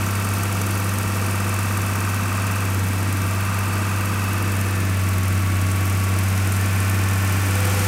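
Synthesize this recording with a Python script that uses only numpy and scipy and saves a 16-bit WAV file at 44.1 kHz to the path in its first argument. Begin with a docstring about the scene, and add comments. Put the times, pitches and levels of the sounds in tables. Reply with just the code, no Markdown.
"""A forage chopper's six-cylinder diesel drones under load, working down a row of tall corn with a
tractor alongside, heard from one microphone standing in the row. Each firing pulses the exhaust and
knocks the block, and a clank beats once a cycle; the cutter throws chopped stalks in hissing bursts,
twice a turn. The engine sags briefly near 3 s, then sags deeper and growls around 5 s. The machines
close in and draw level with the microphone at the end, brushing the nearest leaves."""
import sys
import numpy as np
from scipy import signal
from scipy.fft import rfft, irfft, next_fast_len
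from scipy.io import wavfile
from scipy.ndimage import uniform_filter1d, map_coordinates

SR = 44100
rng = np.random.default_rng(int(sys.argv[2]) if len(sys.argv) > 2 else 0)


def to_wav(sig):
    """Store sig (one row per channel, or 1-D mono) as 16-bit WAV at the path in sys.argv[1].

    Samples outside -1..1 are clipped; the rate is SR.
    """
    pcm = np.clip(np.atleast_2d(sig), -1, 1) * 32767
    pcm = np.round(pcm).astype(np.int16)
    wavfile.write(sys.argv[1], SR, pcm.T)  # frames by channels


N = 347067
TIME_S = np.arange(N) / SR
APPROACH_S, APPROACH_LENGTH_S = 4.6, 2.1  # the machines close in on the microphone
ABREAST_S, ABREAST_LENGTH_S = 7.15, 0.74  # then swell quickly as they draw level
UNLOADED_FIRING_HZ = 99.4  # sag is how far the firing rate falls below this

# engine speed: t/s, firing rate/Hz
ENGINE_SPEED = [(0, 98.55), (.5, 98.95), (1.3, 98.65), (1.75, 98.45), (2.6, 98.5), (2.82, 96.35),
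                (3.08, 97.35), (3.22, 96.85), (3.45, 98.25), (4.1, 98.15), (4.5, 97.6), (5.1, 95.2),
                (5.5, 94.95), (5.8, 95.75), (6.35, 96.2), (6.62, 96.85), (7.87, 96.65)]
# crop flow, as the level of its hiss: t/s, level/dB
CROP_FLOW = [(0.0, -35.5), (1.89, -36.5), (2.52, -38), (5.19, -38.5), (7.43, -36), (7.8, -34.5)]
# each part at the microphone: gain far off and unloaded/dB, change with sag/(dB per Hz),
# change on the approach/dB, change on drawing level/dB
PART_GAINS = { "drone": (-23.5, 0.72, 2, -0.5), "growl": (-13.5, 2, 3.5, -1),
              "frame": (-35.5, -0.98, -0.5, 4), "rumble": (-35, 0.04, 0, 4),
              "block": (-39.5, 0.8, 2.2, 3.5), "injectors": (-38, 0.1, 0.5, 2.5), "howl": (0.5, -3, -5, -4),
              "rush": (-36, -0.45, 1.5, 4), }

# noise spectra, all as f/Hz, relative level/dB
RUMBLE_SPECTRUM = [(20, -34), (35, -10), (50, -14), (70, -2.5), (130, -4.5), (190, -1), (260, -3),
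                   (400, -6), (700, -11.5), (1500, -11), (3000, -26.5), (6000, -48)]  # both machines
RUSH_SPECTRUM = [(2800, -2), (3100, -3), (4200, -5.5), (4900, -2.5), (5900, -2), (7000, -3), (8500, -2),
                 (10200, -5.5), (12500, -7.5), (13100, -6), (13700, -8), (15700, -13)]  # steady high rush
LEAF_SPECTRUM = [(4500, -12), (6300, 0), (7600, -1), (10000, -9)]  # brushed leaves
CHOP_SPECTRUM = [(3000, -15), (5000, -8), (6000, 2), (7500, 0), (8500, 5), (9300, 3), (10500, 3),
                 (12500, 2), (13800, 2.5), (15700, -7)]  # flying pieces of stalk
SPOUT_SPECTRUM = [(4300, -26), (4480, -5), (4560, 4), (4800, -25)]  # thin metallic ring of the spout
FRAME_SPECTRUM = [(250, 9.5), (340, -7), (430, 5), (500, -1), (570, -3), (660, 4.5), (760, 1), (900, 0.5),
                  (1050, 3), (1300, -2)]  # low clatter of the frame
BLOCK_SPECTRUM = [(800, -0.5), (1000, -3), (1120, 4), (1220, -4), (1350, 6.5), (1430, 5), (1530, 4),
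                  (1680, 2), (1850, -2), (2100, 3)]  # ring of the engine block
INJECTOR_SPECTRUM = [(1600, -9), (1900, 3), (2150, -12), (2310, 4.5), (2430, -5.5), (2620, 3), (2800, -4),
                     (3200, -9.5), (4500, -14.5)]  # bright tick of the injectors
# hiss of coarse to fine pieces: low f/Hz, high f/Hz
PIECE_BANDS = [(3000, 7000), (7000, 10500), (10500, 16000)]

# engine tones, all as order (multiple of the cycle rate), level/dB before any gain
HUM_ORDERS = [(3, -48.5), (4, -53), (5, -73), (7, -47), (8, -50.5), (9, -54), (10, -43.5), (10.41, -40.5),
              (12, -34.5), (14, -41.5), (15, -50.5), (16, -46), (18, -50.5), (20, -49), (20.82, -47),
              (21, -47.5), (22, -50), (30, -78), (31.23, -64)]  # exhaust and drive; fractional orders are geared shafts
EXHAUST_GROWL_ORDERS = [(14, -46), (18, -39), (24, -52), (30, -46), (38, -50), (39, -50), (40, -45.5),
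                        (41, -52)]  # labouring exhaust
BLOCK_HOWL_ORDERS = [(30, -49), (31.23, -50), (39, -50), (42, -49), (44, -49), (54, -50), (141, -49),
                     (154, -53), (160, -51)]  # howl of the block
# gear whines: start t/s, end t/s, order, relative level/dB
GEAR_WHINES = [(-.2, 2.7, 66, -49), (-.2, 2.7, 82, -47), (-.2, 2.7, 93, -46), (2.6, 8.1, 84, -48),
               (3.0, 4.7, 72, -45), (3.3, 4.6, 90, -46), (4.2, 4.85, 160, -48), (4.3, 5.0, 108, -49),
               (4.6, 4.95, 110.6, -47), (4.95, 6.2, 72, -45), (4.95, 6.2, 70, -46), (6.1, 7.5, 66, -46),
               (6.3, 8.1, 93, -47), (6.5, 7.8, 72, -48), (6.5, 7.8, 70, -48), (6.5, 8.1, 108, -46),
               (6.55, 7.6, 110.6, -46), (6.6, 8.1, 144, -49), (6.6, 7.7, 153, -49), (7.5, 8.1, 31.23, -41)]
# knock of each cylinder in firing order: relative level/dB
CYLINDER_KNOCKS = [-12.5, -26, -14.5, -36, -8, -9]
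# one heavy clank among lighter ones: place/cycle, start f/Hz, end f/Hz, length/s, relative level/dB
CLANK_PATTERN = [(.07, 1720, 1400, .007, -7), (.09, 2650, 2300, .008, -7), (.115, 1310, 1060, .014, 0),
                 (.22, 2000, 1650, .009, -11), (.31, 1060, 720, .013, -6), (.44, 1350, 1200, .007, -2.5),
                 (.45, 2400, 1900, .013, -9), (.5, 2740, 2520, .008, -6), (.56, 1170, 1080, .009, -8),
                 (.68, 1650, 1430, .015, -7), (.69, 2720, 2300, .015, -9), (.76, 1160, 1260, .008, -9),
                 (.91, 1150, 950, .009, -7.5)]
# the clanking, dipping where the engine labours: t/s, level/dB
CLANK_LEVEL = [(0, -28.5), (1.0, -29.5), (1.5, -27.5), (2.6, -27), (2.85, -34), (3.2, -31), (3.5, -27),
               (4.3, -27), (4.7, -32), (5.0, -42), (6.3, -41), (6.7, -35), (7.87, -35)]


def from_db(db):
    """Decibels to amplitude."""
    return 10 ** (np.asarray(db) / 20)


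def rms_one(x):
    """Scale a sound to rms 1."""
    return x / np.sqrt(np.mean(x ** 2) + 1e-20)


def curve(rows):
    """A (t/s, value) table at every sample."""
    return np.interp(TIME_S, *np.transpose(rows))


def ramp(start_s, length_s):
    """A straight rise from 0 to 1, then held."""
    return np.clip((TIME_S - start_s) / length_s, 0, 1)


def drift(rate_hz):
    """Smooth random wander of rms 1, mostly slower than rate_hz."""
    hop, settle = 100, 2000
    pole = np.exp(-2 * np.pi * hop * rate_hz / SR)
    noise = rng.standard_normal(N // hop + settle + 2)
    slow = signal.lfilter([1], [1, -2 * pole, pole * pole], noise)[settle:]
    return np.interp(np.arange(N) / hop, np.arange(len(slow)), rms_one(slow))


def tail(x, decay_s):
    """Give each impulse an exponential decay."""
    return signal.lfilter([1], [1, -np.exp(-1 / (decay_s * SR))], x + 1e-18)


def colour(x, spectrum):
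    """Shape a sound by a spectrum that falls away steeply past its ends; rms 1."""
    size = next_fast_len(N)
    log_hz = np.log(np.maximum(np.arange(size // 2 + 1) * SR / size, 1))
    hz, level_db = np.transpose(spectrum)
    outside = np.abs(log_hz - np.clip(log_hz, np.log(hz[0]), np.log(hz[-1])))
    gain = from_db(np.interp(log_hz, np.log(hz), level_db) - 40 * outside)
    return rms_one(irfft(rfft(x, size) * gain, size)[:N])


def tones(cycles, orders, waver_db, wander_turns):
    """Wavering engine orders; the lower ones come later, so each cycle sweeps downward."""
    out = np.zeros(N)
    for order, level_db in orders:
        sweep_turns = .009 * order ** 2
        turns = order * cycles + sweep_turns + wander_turns * drift(1)
        out += from_db(level_db + waver_db * drift(0.67)) * np.sin(2 * np.pi * turns)
    return np.sqrt(2) * out


def mic_gain(part, sag_hz):
    """Gain of a part at the microphone, from engine sag and the distance of the machines."""
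    far_db, db_per_hz, approach_db, abreast_db = PART_GAINS[part]
    near_db = approach_db * ramp(APPROACH_S, APPROACH_LENGTH_S)
    near_db += abreast_db * ramp(ABREAST_S, ABREAST_LENGTH_S)
    return from_db(far_db + db_per_hz * sag_hz + near_db)


def rumble(sag_hz):
    """Chopper and tractor lay a low bed of noise under everything."""
    return mic_gain("rumble", sag_hz) * colour(rng.standard_normal(N), RUMBLE_SPECTRUM)


def rush(sag_hz, flow_db):
    """A steady high rush follows about a fifth of the crop flow's swing in dB."""
    swing = from_db(0.21 * (flow_db - flow_db.mean()))
    return mic_gain("rush", sag_hz) * swing * colour(rng.standard_normal(N), RUSH_SPECTRUM)


def leaves():
    """A fluttering swish rises as the machines brush the plants nearest the microphone."""
    swell = ramp(ABREAST_S, ABREAST_LENGTH_S) ** 2
    return swell * from_db(-42 + 2.5 * drift(40)) * colour(rng.standard_normal(N), LEAF_SPECTRUM)


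def stalks(flow_db, per_s=220):
    """Stray pieces patter against the spout at random."""
    ticks = (rng.random(N) < per_s / SR) * from_db(rng.random(N))
    patter = uniform_filter1d(tail(ticks, decay_s=.00058), size=60)
    return from_db(flow_db - 6.5) * colour(patter * rng.standard_normal(N), CHOP_SPECTRUM)


def cutter(cycles, flow_db, chops_per_cycle=2.63, scatter_s=.0017, uneven_db=3.4, weak_db=-7):
    """Two sprays of stalk a turn, one strong and one weak, uneven in size and timing."""
    chops = cycles * chops_per_cycle
    number = np.arange(int(chops[-1]))
    lateness, size = rng.standard_normal((len(number), 2)).T
    due = np.interp(number + 0.596, chops, np.arange(N))  # a spray leaves partway between chops
    at = np.clip((due + scatter_s * SR * lateness).astype(int), 0, N - 1)
    throws = np.zeros(N)
    throws[at] = from_db(uneven_db * np.tanh(size) + weak_db * (number % 2))
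    bursts = tail(tail(throws, .001), .0045)  # quick rise, slower fall
    pieces = np.zeros(N)
    for band in PIECE_BANDS:  # changing shares of coarse and fine colour each spray
        bandpass = signal.butter(2, band, "band", fs=SR, output="sos")
        share = from_db(4 * np.tanh(drift(90)))
        pieces += share * signal.sosfilt(bandpass, rng.standard_normal(N))
    return from_db(flow_db - 3) * colour(bursts * pieces, CHOP_SPECTRUM)


def howl(cycles, sag_hz):
    """The block howls and the spout rings; both fade under load and as the machines near."""
    block = tones(cycles, BLOCK_HOWL_ORDERS, waver_db=2, wander_turns=.1)
    spout = from_db(-50) * colour(rng.standard_normal(N), SPOUT_SPECTRUM)
    return mic_gain("howl", sag_hz) * (block + spout)


def gears(cycles, fade_s=.15, gain_db=3.3):
    """Gear whines swell, hold and fade, each with its own flutter."""
    out = np.zeros(N)
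    for start_s, end_s, order, level_db in GEAR_WHINES:
        swell = np.clip(.5 + np.minimum(TIME_S - start_s, end_s - TIME_S) / fade_s, 0, 1)
        flutter = from_db(1.8 * drift(30))
        out += swell * flutter * tones(cycles, [(order, level_db)], waver_db=.7, wander_turns=.08)
    return from_db(gain_db) * out


def clanks(cycles, cycle_hz, rough_db=.7, jitter_s=12e-6):
    """Short, rough metallic clanks come round every cycle, each a quick glide."""
    out = np.zeros(N)
    for place, start_hz, end_hz, length_s, level_db in CLANK_PATTERN:
        age_s = (cycles - place) % 1 / cycle_hz + jitter_s * drift(23)
        progress = np.clip(age_s / length_s, 0, 1)
        turns = age_s * (start_hz + .5 * (end_hz - start_hz) * progress)
        swell = np.sin(np.pi * np.sqrt(progress))
        out += from_db(level_db + rough_db * drift(78)) * swell * np.sin(2 * np.pi * turns)
    return np.sqrt(2) * from_db(curve(CLANK_LEVEL)) * out


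def rattle(cycles, change_s, size=4096):
    """A rattle repeats every cycle; its pattern turns over as the path through the corn changes."""
    patterns = irfft(np.exp(2j * np.pi * rng.random((64, size // 2 + 1))))
    stage = TIME_S / change_s
    row, blend = stage.astype(int), stage % 1 * np.pi / 2
    place = cycles % 1 * size
    before = map_coordinates(patterns, [row, place], order=1, mode="grid-wrap")
    after = map_coordinates(patterns, [row + 1, place], order=1, mode="grid-wrap")
    return rms_one(before * np.cos(blend) + after * np.sin(blend))


def knocks(cycles, spectrum, loose, decay_gaps, sustain, change_s):
    """Six unequal knocks a cycle ring one part, each dying down within a share of the firing gap."""
    firings = cycles * len(CYLINDER_KNOCKS)
    strength = from_db(CYLINDER_KNOCKS)[firings.astype(int) % len(CYLINDER_KNOCKS)]
    blows = sustain + strength * np.exp(-(firings % 1) / decay_gaps)
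    grain = rattle(cycles, change_s) + loose * rng.standard_normal(N)
    ring = colour(blows * grain, spectrum)
    return ring / np.sqrt(uniform_filter1d(ring * ring, SR // 4) + 1e-12)  # even over a few cycles


def clatter(cycles, sag_hz):
    """The firings knock the frame, the block and the injectors."""
    frame = knocks(cycles, FRAME_SPECTRUM, loose=.43, decay_gaps=.14, sustain=.28, change_s=2.49)
    block = knocks(cycles, BLOCK_SPECTRUM, loose=.45, decay_gaps=.38, sustain=1, change_s=2.41)
    injectors = knocks(cycles, INJECTOR_SPECTRUM, loose=.55, decay_gaps=.41, sustain=.7, change_s=2.17)
    return (mic_gain("frame", sag_hz) * frame + mic_gain("block", sag_hz) * block
            + mic_gain("injectors", sag_hz) * injectors)


def exhaust(cycles, sag_hz):
    """A clean drone at the firing rate over weaker orders; under load it swells and growls."""
    pulses = np.sqrt(2) * np.sin(2 * np.pi * len(CYLINDER_KNOCKS) * cycles)
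    drone = from_db(.28 * drift(11)) * pulses
    flutter = from_db(1.5 * drift(15))
    growl = flutter * tones(cycles, EXHAUST_GROWL_ORDERS, waver_db=-.5, wander_turns=.15)
    hum = tones(cycles, HUM_ORDERS, waver_db=.5, wander_turns=.17)
    return mic_gain("drone", sag_hz) * drone + mic_gain("growl", sag_hz) * growl + hum


def scene():
    """The diesel and the flying crop over the bed of both machines, in mono from one spot in the row."""
    firing_hz, flow_db = curve(ENGINE_SPEED), curve(CROP_FLOW)
    sag_hz = UNLOADED_FIRING_HZ - firing_hz
    cycle_hz = firing_hz / len(CYLINDER_KNOCKS)
    cycles = np.cumsum(cycle_hz) / SR
    engine = clanks(cycles, cycle_hz) + exhaust(cycles, sag_hz) + clatter(cycles, sag_hz)
    whine = howl(cycles, sag_hz) + gears(cycles)
    bed = rumble(sag_hz) + rush(sag_hz, flow_db)
    crop = cutter(cycles, flow_db) + stalks(flow_db) + leaves()
    return (bed + crop + whine + engine)[None]


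def record(dry):
    """The microphone's top end is cut steeply above 15.75 kHz."""
    return signal.sosfilt(signal.ellip(12, .2, 90, 15750, fs=SR, output="sos"), dry)


dry = scene()
out = record(dry)
to_wav(out)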